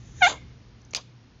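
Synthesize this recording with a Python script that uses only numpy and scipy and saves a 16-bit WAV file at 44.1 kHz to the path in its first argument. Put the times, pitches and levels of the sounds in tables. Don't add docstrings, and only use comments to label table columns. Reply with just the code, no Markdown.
import sys
import numpy as np
from scipy import signal
from scipy.fft import rfft, irfft, next_fast_len
from scipy.io import wavfile
from scipy.ndimage import map_coordinates

SR = 44100
rng = np.random.default_rng(int(sys.argv[2]) if len(sys.argv) > 2 else 0)


def ratio(d):
    e = np.asarray(d, float) / 20
    return 10 ** e


def bounce(signal):
    frames = np.transpose(np.atleast_2d(signal))
    limited = np.clip(frames, -1, 1)
    pcm = np.round(limited * 32767).astype(np.int16)
    wavfile.write(sys.argv[1], SR, pcm)


N = 61740


def unit(x):
    return x / np.sqrt(np.mean(x ** 2) + 1e-20)


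def along(points, hz):
    f, v = np.transpose(points)
    return np.interp(np.log(hz + 1), np.log(f + 1), v)


def curves(rows):
    s, *cols = np.transpose(rows)
    return [np.interp(np.arange(N) / SR, s, c) for c in cols]


def wobble(rate):
    knots = rng.standard_normal(int(N * rate / SR) + 4)
    return map_coordinates(knots, [np.arange(N) * rate / SR])


def filtered(x, response):
    m = 2 * next_fast_len(N // 2 + SR // 4)
    return irfft(rfft(x, m) * response(np.fft.rfftfreq(m, 1 / SR)), m)[..., :N]


def causal(db):
    c = irfft(np.log(ratio(db) + 1e-6))
    c[1:len(c) // 2] *= 2
    c[len(c) // 2 + 1:] = 0
    return np.exp(rfft(c))


def tract(peaks):
    def response(f):
        total = 0
        for k, (c, w, db) in enumerate(peaks):
            total = total + (-1) ** k * ratio(db) * 1j * f * w / (c * c - f * f + 1j * f * w)
        return total
    return response


def noise(response):
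    return unit(filtered(rng.standard_normal(N), response))


def puff(row, peaks):
    start, swell, hold, t60, db = row
    t = np.arange(N) / SR - start
    fade_db = 60 * np.maximum(t - swell - hold, 0) / t60
    shape = np.clip(t / swell, 0, 1) ** 0.68 * ratio(db - fade_db)
    flutter = ratio(1.4 * wobble(180))
    return shape * flutter * noise(tract(peaks))


def contacts(rows, peaks):
    out, t = np.zeros(N), np.arange(N) / SR
    for s, db, t60 in rows:
        push = ratio(-60 * t / t60) * rng.standard_normal(N) * .3
        push[0] = 1
        ring = filtered(push, tract(peaks))
        start = round(s * SR)
        out[start:] += ratio(db) * ring[:N - start] / np.abs(ring).max()
    return out


def background():
    # t/s, level/dB
    fan_strength = [(0.0, -52.5), (0.116, -49.5), (0.444, -49.5), (0.62, -56.5), (1.4, -64)]
    # f/Hz, density/dB per Hz
    duct_tone = [(13, -41), (22, -24.5), (49, 1.5), (123, -5), (178, -9), (217, -15), (500, -26),
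                 (650, -64.5), (1100, -120)]
    # f/Hz, density/dB per Hz
    air_tone = [(76, -32), (130, -7), (170, -14.5), (220, -11.5), (520, -24), (596, -27), (742, -26.5),
                (5650, -34), (7400, -42.5), (9620, -72.5), (16300, -120)]
    hum_hz, hum_db, air_db, air_top_hz = 120.8, -53, -56.5, 6900
    strength_db, = curves(fan_strength)
    swing_db = strength_db - strength_db.mean()
    rumble = ratio(strength_db + 4 + 1.9 * wobble(9.4)) * noise(lambda f: ratio(along(duct_tone, f)))
    hum_phase = 2 * np.pi * hum_hz * np.cumsum(1 + 0.038 * wobble(8)) / SR
    hum = ratio(hum_db + .6 * swing_db + 4 * wobble(7)) * np.sin(hum_phase)
    air_level = ratio(air_db + .2 * swing_db + 0.38 * wobble(4.1))
    air = air_level * noise(lambda f: ratio(along(air_tone, f)) * (f < air_top_hz))
    return rumble + hum + air


def sniff():
    # t/s, level/dB
    hiss = [(0, -64), (.15, -60.5), (.21, -50.5), (.3, -61.5), (.42, -86.5), (.6, -92)]
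    # f/Hz, width/Hz, level/dB
    nose = [(1800, 310, -3.5), (3600, 380, -6), (6200, 390, 1), (7000, 220, -1)]
    level = ratio(curves(hiss)[0] + 1.5 * wobble(30))
    return level * noise(lambda f: tract(nose)(f) * (f < 7400))


def chirp():
    # t/s, pitch/Hz, level/dB, slack/dB lost per overtone
    call = [
        (.2170, 800, -29, 3),
        (.2215, 780, -13, 3.5),
        (.23, 716, -13, 1),
        (.243, 724, -12.5, 0),
        (.251, 688, -15, .3),
        (.265, 724, -16, 1.2),
        (.270, 795, -16, 3.5),
        (.277, 795, -19, 4),
        (.2825, 950, -24, 14),
    ]
    # f/Hz, level/dB
    throat = [(500, -1.5), (1450, -2.5), (2170, -0.5), (2900, -8.5), (3600, -8), (4300, -16.5),
              (5100, -26.5), (6300, -15.5), (7600, -32)]
    jitter, shimmer_db, slack_floor_db, dispersion = .003, .35, 19, .55
    let_go_s, lead_s, rise_db_per_s = .003, 0.0068, 1198.5
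    t = np.arange(N) / SR
    begin, end = call[0][0], call[-1][0]
    pitch_hz, level_db, slack_db = curves(call)
    phase = 2 * np.pi * np.cumsum(pitch_hz * (1 + jitter * wobble(250))) / SR
    k = np.arange(1, 11)[:, None]
    sizes = ratio(along(throat, k * pitch_hz) - np.minimum(slack_db * (k - 1), slack_floor_db))
    sizes = sizes / np.sqrt(np.sum(sizes ** 2, axis=0) / 2)
    wander = ratio(shimmer_db * np.sqrt(k) * np.array([wobble(150) for _ in k]))
    voice = np.sum(sizes * wander * np.cos(k * phase - dispersion * k ** 2), axis=0)
    rasp = .1 * (1 + np.cos(phase)) * noise(lambda f: ratio(along(throat, f)) * (f > 450))
    opening = np.clip((t - begin + lead_s) / let_go_s + 1, 0, 1)
    closing = np.clip((end - t) / let_go_s + 1, 0, 1)
    rise_db = rise_db_per_s * np.minimum(t - begin, 0)
    return (voice + rasp) * opening * closing * ratio(level_db + rise_db)


def breath():
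    # t/s, swell/s, hold/s, fade t60/s, level/dB
    mouth_air = [
        (.225, .05, .024, .15, -30),
        (.951, .006, .014, .11, -36),
    ]
    # t/s, swell/s, hold/s, fade t60/s, level/dB
    throat_air = [
        (.272, .028, .02, .15, -34),
        (.948, .004, 0.036, .08, -44),
    ]
    # f/Hz, width/Hz, level/dB
    open_mouth = [(2150, 500, -5), (3050, 500, -3), (3600, 350, 2), (4800, 600, -8), (6300, 530, -4),
                  (7050, 680, -5)]
    narrow_mouth = [(2464, 500, -5), (3430, 700, -1), (4700, 700, -3), (6100, 900, 0), (6480, 1200, -4)]
    chest = [(350, 450, -6), (620, 250, 1), (1035, 180, 0.5), (1600, 500, -10.5)]
    high = puff(mouth_air[0], open_mouth) + puff(mouth_air[1], narrow_mouth)
    return high + sum(puff(row, chest) for row in throat_air)


def ticks():
    # t/s, peak/dB, f/Hz, t60/s
    films = [
        (.8140, -51, 5500, 0.0034),
        (.8178, -50, 6000, 0.0052),
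        (0.85, -48, 6200, 0.0085),
        (0.9083, -42.5, 6300, .004),
        (0.909, -46.5, 6800, 0.0058),
        (0.9144, -43, 6060, .004),
        (.9275, -56, 4650, .012),
    ]
    out, t = np.zeros(N), np.arange(SR // 50) / SR
    for s, db, hz, t60 in films:
        attack = 1 - np.exp(-t / 0.0004)
        ring = ratio(db + 8 - 60 * t / t60) * attack * np.sin(2 * np.pi * hz * t)
        out[round(s * SR):][:len(t)] += ring
    return out


def lip_smacks():
    # t/s, peak/dB, ring t60/s
    smacks = [
        (.9336, -36, .005),
        (.9345, -26, .005),
        (.9366, -23, .006),
    ]
    # f/Hz, width/Hz, level/dB
    lips = [(500, 500, -3), (1200, 700, -6), (2400, 400, 0), (4400, 900, -8), (6200, 900, -8)]
    return contacts(smacks, lips)


def jaw_clicks():
    # t/s, peak/dB, ring t60/s
    knocks = [
        (.9472, -34, .005),
        (.9482, -9.5, .006),
        (.9490, -14, .005),
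        (.9510, -18, .008),
    ]
    # f/Hz, width/Hz, level/dB
    teeth = [(400, 180, -14), (1100, 980, -15), (2495, 600, -2), (4350, 1000, -3), (6170, 800, 0)]
    return contacts(knocks, teeth)


def whistle():
    # t/s, swell/s, hold/s, fade t60/s, level/dB
    jet = (.954, .006, .007, .025, -30)
    # f/Hz, width/Hz, level/dB
    jet_mouth = [(2450, 220, -12), (4830, 220, 0), (6350, 500, -9)]
    return puff(jet, jet_mouth)


def room(x):
    # f/Hz, t60/s
    decay = [(300, .3), (1200, 0.1), (2150, .45), (2900, .35), (3600, .45), (4600, .25), (7000, 0.28)]
    hz, t, z = signal.stft(rng.standard_normal(SR // 2), SR, nperseg=256)
    tail = signal.istft(z * ratio(-60 * t / along(decay, hz)[:, None]), SR, nperseg=256)[1]
    late = np.pad(x, (200, 0))
    return signal.fftconvolve(late, tail / np.linalg.norm(tail))[:N]


def bright_ticks():
    # t/s, level/dB
    bright_points = [
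        (.9528, -24),
        (.9572, -31),
        (.9688, -21),
        (.9736, -43),
    ]
    impulses = np.zeros(N)
    for s, db in bright_points:
        impulses[round(s * SR)] = ratio(db + 8)
    return filtered(impulses, lambda f: ratio(-2.5 * f / 1000 + 16) * (f > 6500))


def scene():
    cat = sniff() + chirp() + breath() + ticks() + lip_smacks() + jaw_clicks() + whistle()
    echo = ratio(-21) * room(cat)
    return (cat + echo + background())[None]


def band_limit(x):
    return signal.sosfilt(signal.butter(12, 15800, fs=SR, output="sos"), x)


def record(dry):
    top_hz, fall_db_per_khz = 7390, 39

    def path(f):
        slope_db = -fall_db_per_khz * np.clip(f - top_hz, 0, 800) / 1000
        return causal(slope_db - 80 * (f > 9200))
    mix = filtered(dry, path) + bright_ticks()
    return band_limit(mix)


dry = scene()
out = record(dry)
bounce(out)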